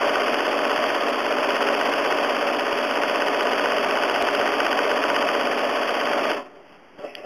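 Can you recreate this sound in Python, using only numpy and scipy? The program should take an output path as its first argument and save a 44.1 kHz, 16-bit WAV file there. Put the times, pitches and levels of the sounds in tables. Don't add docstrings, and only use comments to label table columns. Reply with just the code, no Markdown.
import sys
import numpy as np
from scipy import signal
from scipy.fft import rfft, irfft, next_fast_len
from scipy.io import wavfile

SR = 44100
rng = np.random.default_rng(int(sys.argv[2]) if len(sys.argv) > 2 else 0)


def unload_audio(sound):
    columns = np.transpose(np.atleast_2d(sound))
    steps = np.round(np.clip(columns, -1, 1) * 32767)
    wavfile.write(sys.argv[1], SR, steps.astype(np.int16))


N = 319725

# frequency_hz, density_db
ROOM_SPECTRUM = [(24, -44), (40, -37), (172, -15), (283, -15), (328, -16), (367, -10), (449, -16.5),
                 (842, -18), (3300, -25), (4290, -21), (7260, -120)]
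WHIR_SPECTRUM = [(60, -15), (115, -1.5), (170, -8.5), (250, 3.5), (450, 2), (700, 2.5), (1100, -7.5),
                 (1500, -6), (2000, -10), (2600, -6.5), (3200, -6.5), (4500, -4.5)]
# time_s, level_db, brightness_db
RUN_CURVE = [(0, -24.5, 2.5), (.5, -25, 0.5), (.85, -24.5, 1.5), (1.2, -26, 1), (1.5, -25, 2),
             (2.2, -24.5, 0.5), (2.7, -26.5, 2), (3.3, -24.5, 1), (4.4, -25, 2), (5.2, -24, -0.5),
             (5.6, -26, 1.5), (6.24, -25.5, 1), (6.31, -23, -0.5), (6.34, -28, 1), (6.401, -30, -8),
             (6.44, -47.5, 1), (6.5, -38, -30), (6.56, -33, -27)]
# phase_turns, dull_db, bright_db
WHIR_CYCLE = [(0, -5.5, 5.5), (.1, 2, -1), (.2, 2.5, 4.5), (.3, -9.5, 2), (.42, -1.5, 2.5),
              (.5, -1.5, -0.5), (.62, 4, 2.5), (0.69, -0.5, 7), (.8, 2, 5), (.88, -4, 3.5), (.93, -9, -1.5)]
# phase_turns, bed_db, arm_db, steel_db
TURN_CONTACTS = [(.19, -2, -5, -17), (.33, -11.5, -7.5, -5), (.41, -4, -6.5, -5.5), (0.502, -3.5, -27, -30),
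                 (.59, -11, -10.5, -23), (.68, -16.5, -7, -6.5), (.785, -2, -3, -3.5),
                 (0.859, -17, -7, -1.5), (.96, -4.5, -7.5, -35), (0.07, -13, -7, -30)]
# pitch_hz, level_db, t60_s
BED_MODES = [(256.3, -3.5, 0.06), (280.7, -3, 0.1), (355.6, -2, 0.062), (411, -2.5, 0.11),
             (447.3, -7, 0.13), (480.3, -9.5, 0.22), (544.4, -12, 0.22), (574.7, 2, 0.13),
             (613.4, 1.5, 0.097), (699, 2, 0.061)]
ARM_MODES = [(832, -8, 0.077), (964, -4.5, 0.071), (1022.6, -7, 0.14), (1104.3, 1.5, 0.066),
             (1210, -3, 0.08), (1326, 2.5, 0.028), (1514, -13, 0.056), (1732, -5.5, 0.076)]
STEEL_MODES = [(1857, -3, 0.056), (2106, -14.5, 0.082), (2420, -1.5, 0.019), (2595, -1.5, 0.045),
               (3020, -8, 0.0091), (3060, 5.5, 0.013), (3148, -13.5, 0.17), (3517, 5, 0.035)]
CASING_MODES = [(285.3, -1, 1.5), (366, -1, 1.1), (377, -4, .9), (427, 1, .7), (565, -3, .7), (592, -3, .8),
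                (630, -6, .8), (730, 0, .5), (1421, -9, .9)]
NEEDLE_BAR_MODES = [(538, -8, 0.031), (893, 4.5, 0.028), (1204, 5, 0.034), (1498, 14, 0.02),
                    (1903, 6.5, 0.016), (2180, 10.5, 0.0056), (2560, 10, 0.0074), (2937, 15, 0.0084),
                    (3266, 7, 0.0054)]
SQUEAK_MODES = [(2000, -5, .012), (2620, -1, .012)]
LEVER_MODES = [(300, -5, 0.046), (418, 5, 0.057), (530, 5, 0.06), (600, 2, 0.034), (735, -6, 0.037),
               (1140, -4, .03)]
LATCH_MODES = [(1850, -12, .012), (2450, -13, .007), (2950, -2, .005), (3250, 4, .005), (3500, 7, .005)]
# start_s, level_db
NEEDLE_KNOCKS = [(0.0331, -11.5), (0.0953, -12.5), (0.1575, -10.7), (0.2205, -11.4), (0.2829, -11.5),
                 (0.3453, -10.9), (0.4066, -14.1), (0.4682, -13.1), (0.5297, -13.5), (0.5919, -12.0),
                 (0.6542, -13.2), (0.7165, -11.7), (0.7789, -11.5), (0.8411, -10.9), (0.9034, -12.0),
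                 (0.9647, -15.8), (1.0255, -15.4), (1.0855, -14.1), (1.1457, -15.7), (1.2056, -16.9),
                 (1.266, -15.8), (1.3259, -14.8), (1.3862, -12.4), (1.4461, -12.6), (1.5067, -10.5),
                 (1.5665, -12.7), (1.6271, -14.2), (1.6889, -9.8), (1.7511, -11.2), (1.8136, -11.1),
                 (1.876, -12.4), (1.9384, -11.8), (2.0006, -13.9), (2.0629, -14.4), (2.1253, -12.5),
                 (2.187, -11.6), (2.2479, -12.7), (2.3079, -13.0), (2.3678, -15.2), (2.4279, -13.8),
                 (2.4881, -13.8), (2.5481, -14.4), (2.6084, -15.2), (2.6687, -14.8), (2.7286, -14.2),
                 (2.789, -14.4), (2.8502, -15.0), (2.9121, -12.1), (2.9739, -13.8), (3.0363, -9.4),
                 (3.0983, -12.0), (3.1602, -13.6), (3.2223, -9.2), (3.2848, -11.2), (3.3471, -11.5),
                 (3.4093, -10.3), (3.4718, -9.8), (3.5343, -10.9), (3.5967, -11.4), (3.659, -9.2),
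                 (3.7215, -10.2), (3.7843, -11.5), (3.8476, -11.2), (3.9109, -10.8), (3.9739, -11.1),
                 (4.0365, -9.9), (4.0989, -10.0), (4.1617, -10.0), (4.2249, -16.9), (4.2877, -9.6),
                 (4.3507, -11.2), (4.414, -10.0), (4.4771, -9.5), (4.5406, -11.3), (4.604, -9.0),
                 (4.6668, -9.2), (4.7293, -9.7), (4.7915, -8.7), (4.8536, -12.4), (4.9158, -9.3),
                 (4.9777, -12.8), (5.04, -9.1), (5.1022, -8.3), (5.1646, -7.8), (5.2272, -10.9),
                 (5.2896, -9.6), (5.3515, -12.8), (5.4126, -13.4), (5.4728, -12.0), (5.533, -14.3),
                 (5.5932, -13.4), (5.653, -14.9), (5.7132, -16.9), (5.7733, -14.7), (5.8333, -12.0),
                 (5.8934, -11.7), (5.9536, -14.5), (6.0137, -13.3), (6.0739, -14.2), (6.134, -12.2),
                 (6.1939, -13.8), (6.2543, -13.4), (6.3167, -10.7)]
STOP_JOLT = [(6.315, -37)]
LEVER_KNOCKS = [(6.984, -35), (7.001, -31), (7.036, -26), (7.044, -18), (7.196, -31), (7.239, -26)]
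LATCH_CLICKS = [(7.1515, -7)]
# start_s, level_db
CONVERSION_SLIPS = [(0.1302, -28), (0.236, -24), (0.3413, -21), (0.4683, -25), (0.5106, -22), (0.6794, -24),
                    (0.7429, -25), (1.0928, -17), (1.103, -24), (1.3902, -24), (1.5167, -27), (1.5589, -22),
                    (1.6223, -19), (1.7279, -22), (1.7915, -24), (1.8123, -25), (1.8335, -24),
                    (1.8548, -23), (1.8969, -20), (1.9394, -24), (1.9604, -24), (2.0447, -22),
                    (2.1715, -24), (2.2349, -21), (2.6076, -22), (2.7765, -29), (2.7873, -22),
                    (2.8398, -26), (2.9452, -25), (3.1568, -25), (3.2623, -20), (3.2834, -23),
                    (3.4313, -17), (3.4523, -26), (3.5158, -25), (3.5365, -25), (3.8883, -22),
                    (3.9515, -26), (4.0359, -22), (4.0995, -24), (4.1207, -27), (4.1625, -24), (4.224, -10),
                    (4.3107, -21), (4.3319, -23), (4.3525, -17), (4.4795, -22), (4.6488, -22),
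                    (4.6698, -25), (4.9234, -24), (5.05, -28), (5.1346, -22), (5.2534, -24), (5.528, -23),
                    (5.5913, -19), (5.6972, -26), (5.9093, -22), (6.0358, -25)]
# start_s, level_db, pitch_hz
LOW_THUMPS = [(2.729, -37, 100), (4.223, -34, 60)]
# time_s, rumble_db, rustle_db, squeak_db
HAND_CURVE = [(6.6, -57, -56, -64), (6.76, -55, -43, -53), (6.8, -58, -60, -74), (6.955, -68, -57, -72),
              (6.99, -40, -32.5, -66), (7.03, -39, -36, -71), (7.05, -28, -32, -40),
              (7.07, -36.5, -44, -45), (7.11, -45, -56, -42), (7.13, -49, -52, -51), (7.19, -39, -39, -43),
              (7.225, -45, -48, -49), (7.245, -37, -34, -48)]

TIME_S = np.arange(N) / SR


def from_db(db):
    return 10 ** (np.asarray(db) / 20)


def unit_rms(x, until_s=6.0):
    return x / np.sqrt(np.mean(x[:int(until_s * SR)] ** 2) + 1e-20)


def in_time(rows):
    seconds, *columns = np.transpose(rows)
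    return [np.interp(TIME_S, seconds, column) for column in columns]


def coloured(x, spectrum):
    hz, db = np.transpose(spectrum)
    bins = np.maximum(np.arange(N // 2 + 1) * SR / N, 1)
    return irfft(rfft(x) * from_db(np.interp(np.log(bins), np.log(hz), db)), N)


def ring(x, hz, t60):
    r, w = from_db(-60 / (t60 * SR)), 2 * np.pi * hz / SR
    return signal.lfilter([0, np.sin(w)], [1, -2 * r * np.cos(w), r * r], x + 1e-18)


def driven(noise, modes):
    return sum(from_db(db) * ring(noise, hz, t60) * (-1) ** k for k, (hz, db, t60) in enumerate(modes))


def struck(seconds, level_db, modes, spot, rise_s, spread_db=1.0, lag_cycles=0):
    inside = (seconds > 0) & (seconds < N / SR - .001)
    position = .382 * np.arange(1, spot.max() + 2)[:, None]
    polarity = np.sign(np.sin(np.pi * position * np.arange(1, len(modes) + 1)))
    strength = from_db(level_db[:, None] + spread_db * rng.standard_normal((len(seconds), len(modes))))
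    out = 0
    for k, (hz, db, t60) in enumerate(modes):
        clicks = np.zeros(N)
        arrival = ((seconds[inside] + lag_cycles / hz) * SR).astype(int)
        np.add.at(clicks, arrival, (polarity[spot, k] * strength[:, k])[inside])
        out = out + from_db(db) * (ring(clicks, hz, t60) - ring(clicks, hz, min(rise_s, t60 / 2)))
    return out / np.sqrt(len(modes))


def grit(per_s, size_db):
    sizes = from_db(size_db * np.minimum(rng.exponential(1, N), 5)) * rng.choice([-1, 1], N)
    return unit_rms(sizes * (rng.random(N) < per_s / SR))


def clicks_at(events):
    seconds, level_db = np.transpose(events)
    clicks = np.full(N, 1e-18)
    clicks[(seconds * SR).astype(int)] = from_db(level_db) * rng.choice([-1, 1], len(seconds))
    return clicks


def room_tone():
    return from_db(-48.5) * unit_rms(coloured(rng.standard_normal(N), ROOM_SPECTRUM))


def gear_whir(dull_gain, bright_gain):
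    whir = unit_rms(coloured(grit(9000, size_db=2.5), WHIR_SPECTRUM))
    dull = signal.sosfilt(signal.butter(2, 1200, fs=SR, output="sos"), whir)
    return from_db(-1.5) * (dull * dull_gain + (whir - dull) * bright_gain)


def frame_shake(phase, turn_samples, gain, repeat_share=.4):
    fresh = rng.standard_normal(N) * gain
    periodic = rng.standard_normal(turn_samples)[(phase * turn_samples).astype(int)] * gain
    frame = np.sqrt(repeat_share) * periodic + np.sqrt(1 - repeat_share) * fresh
    out = 0
    for modes, db, force in ((BED_MODES, -7, frame), (ARM_MODES, -13, frame),
                             (STEEL_MODES, -17, fresh), (CASING_MODES, -17, fresh)):
        noise_gain = np.std(driven(rng.standard_normal(SR), modes))
        out = out + from_db(db) * driven(force, modes) / noise_gain
    return out


def shaft_contacts(turn_starts, run_db):
    phase, *part_db = np.transpose(TURN_CONTACTS)
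    contact_s = turn_starts[:-1, None] + phase * np.diff(turn_starts)[:, None]
    play = rng.standard_normal(contact_s.shape)
    spot = np.tile(np.arange(len(phase)), len(contact_s))
    drive_db = run_db[np.clip(contact_s * SR, 0, N - 1).astype(int)] + 9.9
    parts = ((BED_MODES, .014, .0001), (ARM_MODES, .01, .0001), (STEEL_MODES, .006, .00025))
    out = 0
    for (modes, rise_s, play_s), db in zip(parts, part_db):
        seconds = (contact_s + play_s * play).ravel() - rise_s / 4
        out = out + struck(seconds, (drive_db + db).ravel(), modes, spot, rise_s, spread_db=2.0)
    return out


def reverberation(x, t60_s=.12):
    size = next_fast_len(N + SR)
    w = 2 * np.pi * np.arange(size // 2 + 1) / size
    out = 0
    for k, lag in enumerate(np.geomspace(.0123, .0391, 10) * SR):
        loop = from_db(-60 * lag / SR / t60_s) * np.exp(-1j * w * int(lag))
        out = out + loop / (1 - loop) * (-1) ** k
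    return irfft(rfft(x, size) * out, size)[:N] / np.sqrt(10)


def conversion_ticks(x, block_s=.021123, buffer_s=1.3442, first_buffer_s=-.2288):
    in_block_s = (TIME_S - first_buffer_s) % buffer_s % block_s
    slips = from_db(-16.5) * x * (in_block_s < 1 / SR) + clicks_at(CONVERSION_SLIPS)
    tick = signal.lfilter(*signal.butter(1, [500, 1800], "band", fs=SR), np.arange(400) == 0)
    return signal.fftconvolve(slips, tick / tick.max())[:N]


def needle_bar():
    seconds, level_db = np.transpose(NEEDLE_KNOCKS)
    spot = np.zeros(len(seconds), int)
    return struck(seconds - .0032, level_db, NEEDLE_BAR_MODES, spot, rise_s=.012, lag_cycles=1)


def low_thumps():
    return sum(ring(clicks_at([(s, db)]), hz, t60=.039) for s, db, hz in LOW_THUMPS)


def stop_jolt():
    seconds, level_db = np.transpose(STOP_JOLT)
    return sum(struck(seconds, level_db + db, modes, np.zeros(1, int), rise_s=.0059)
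               for modes, db in ((CASING_MODES, 1), (BED_MODES, 14), (STEEL_MODES, 8), (ARM_MODES, 4)))


def hand_friction():
    rumble_db, rustle_db, squeak_db = in_time(HAND_CURVE)
    fade_in = np.clip((TIME_S - HAND_CURVE[0][0]) / .055, 0, 1)
    rub = grit(3000, size_db=1.0)
    rumble = from_db(rumble_db) * unit_rms(driven(rub, BED_MODES) + from_db(-10.5) * driven(rub, ARM_MODES))
    rustle = from_db(rustle_db) * unit_rms(coloured(rub, WHIR_SPECTRUM[4:]))
    squeak = from_db(squeak_db) * unit_rms(driven(rub, SQUEAK_MODES))
    return fade_in * (rumble + rustle + squeak)


def lever_and_latch():
    out = 0
    for blows, modes, rise_s in ((LEVER_KNOCKS, LEVER_MODES, .015), (LATCH_CLICKS, LATCH_MODES, .0015)):
        seconds, level_db = np.transpose(blows)
        out = out + struck(seconds, level_db, modes, np.arange(len(seconds)), rise_s)
    return out


def scene():
    knock_s = np.array(NEEDLE_KNOCKS)[:, 0]
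    coasting_s = knock_s[-1] + np.cumsum([.074, .085])
    turn_starts = np.r_[2 * knock_s[0] - knock_s[1], knock_s, coasting_s]
    turn_samples = int(np.median(np.diff(turn_starts)) * SR)
    phase = np.interp(TIME_S, turn_starts, np.arange(len(turn_starts))) % 1
    run_db, brightness_db = in_time(RUN_CURVE)
    run_db -= 180 * np.maximum(TIME_S - RUN_CURVE[-1][0], 0)
    cycle, dull_db, bright_db = np.transpose(WHIR_CYCLE)
    dull_gain = from_db(run_db + np.interp(phase, cycle, dull_db, period=1))
    bright_gain = from_db(run_db + np.interp(phase, cycle, bright_db, period=1) + brightness_db + 7)
    direct = shaft_contacts(turn_starts, run_db) + needle_bar() + stop_jolt()
    direct += gear_whir(dull_gain, bright_gain) + frame_shake(phase, turn_samples, dull_gain)
    direct += hand_friction() + lever_and_latch()
    return (direct + from_db(-7) * reverberation(direct) + room_tone())[None]


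def record(dry):
    sample_hz, cutoff_hz = 7875, 15750
    x = signal.sosfilt(signal.butter(2, 200, "high", fs=SR, output="sos"), dry[0])
    x = signal.sosfilt(signal.cheby1(9, .5, 3270, fs=SR, output="sos"), x)
    x = x + .089 * signal.lfilter([1, -1], [1, -.999], x ** 2)
    x = .69 * np.tanh(x / .68)
    amplifier_rumble = from_db(-69) * unit_rms(signal.lfilter([1], [1, -.97], rng.standard_normal(N)))
    slow = signal.resample_poly(x + amplifier_rumble + low_thumps(), sample_hz, SR)
    x = np.interp(TIME_S, np.arange(len(slow)) / sample_hz, slow)
    x = x + conversion_ticks(x) - .0014
    x = signal.sosfilt(signal.butter(1, 17000, fs=SR, output="sos"), x)
    return signal.sosfilt(signal.ellip(12, .5, 80, cutoff_hz, fs=SR, output="sos"), x)[None]


dry = scene()
out = record(dry)
unload_audio(out)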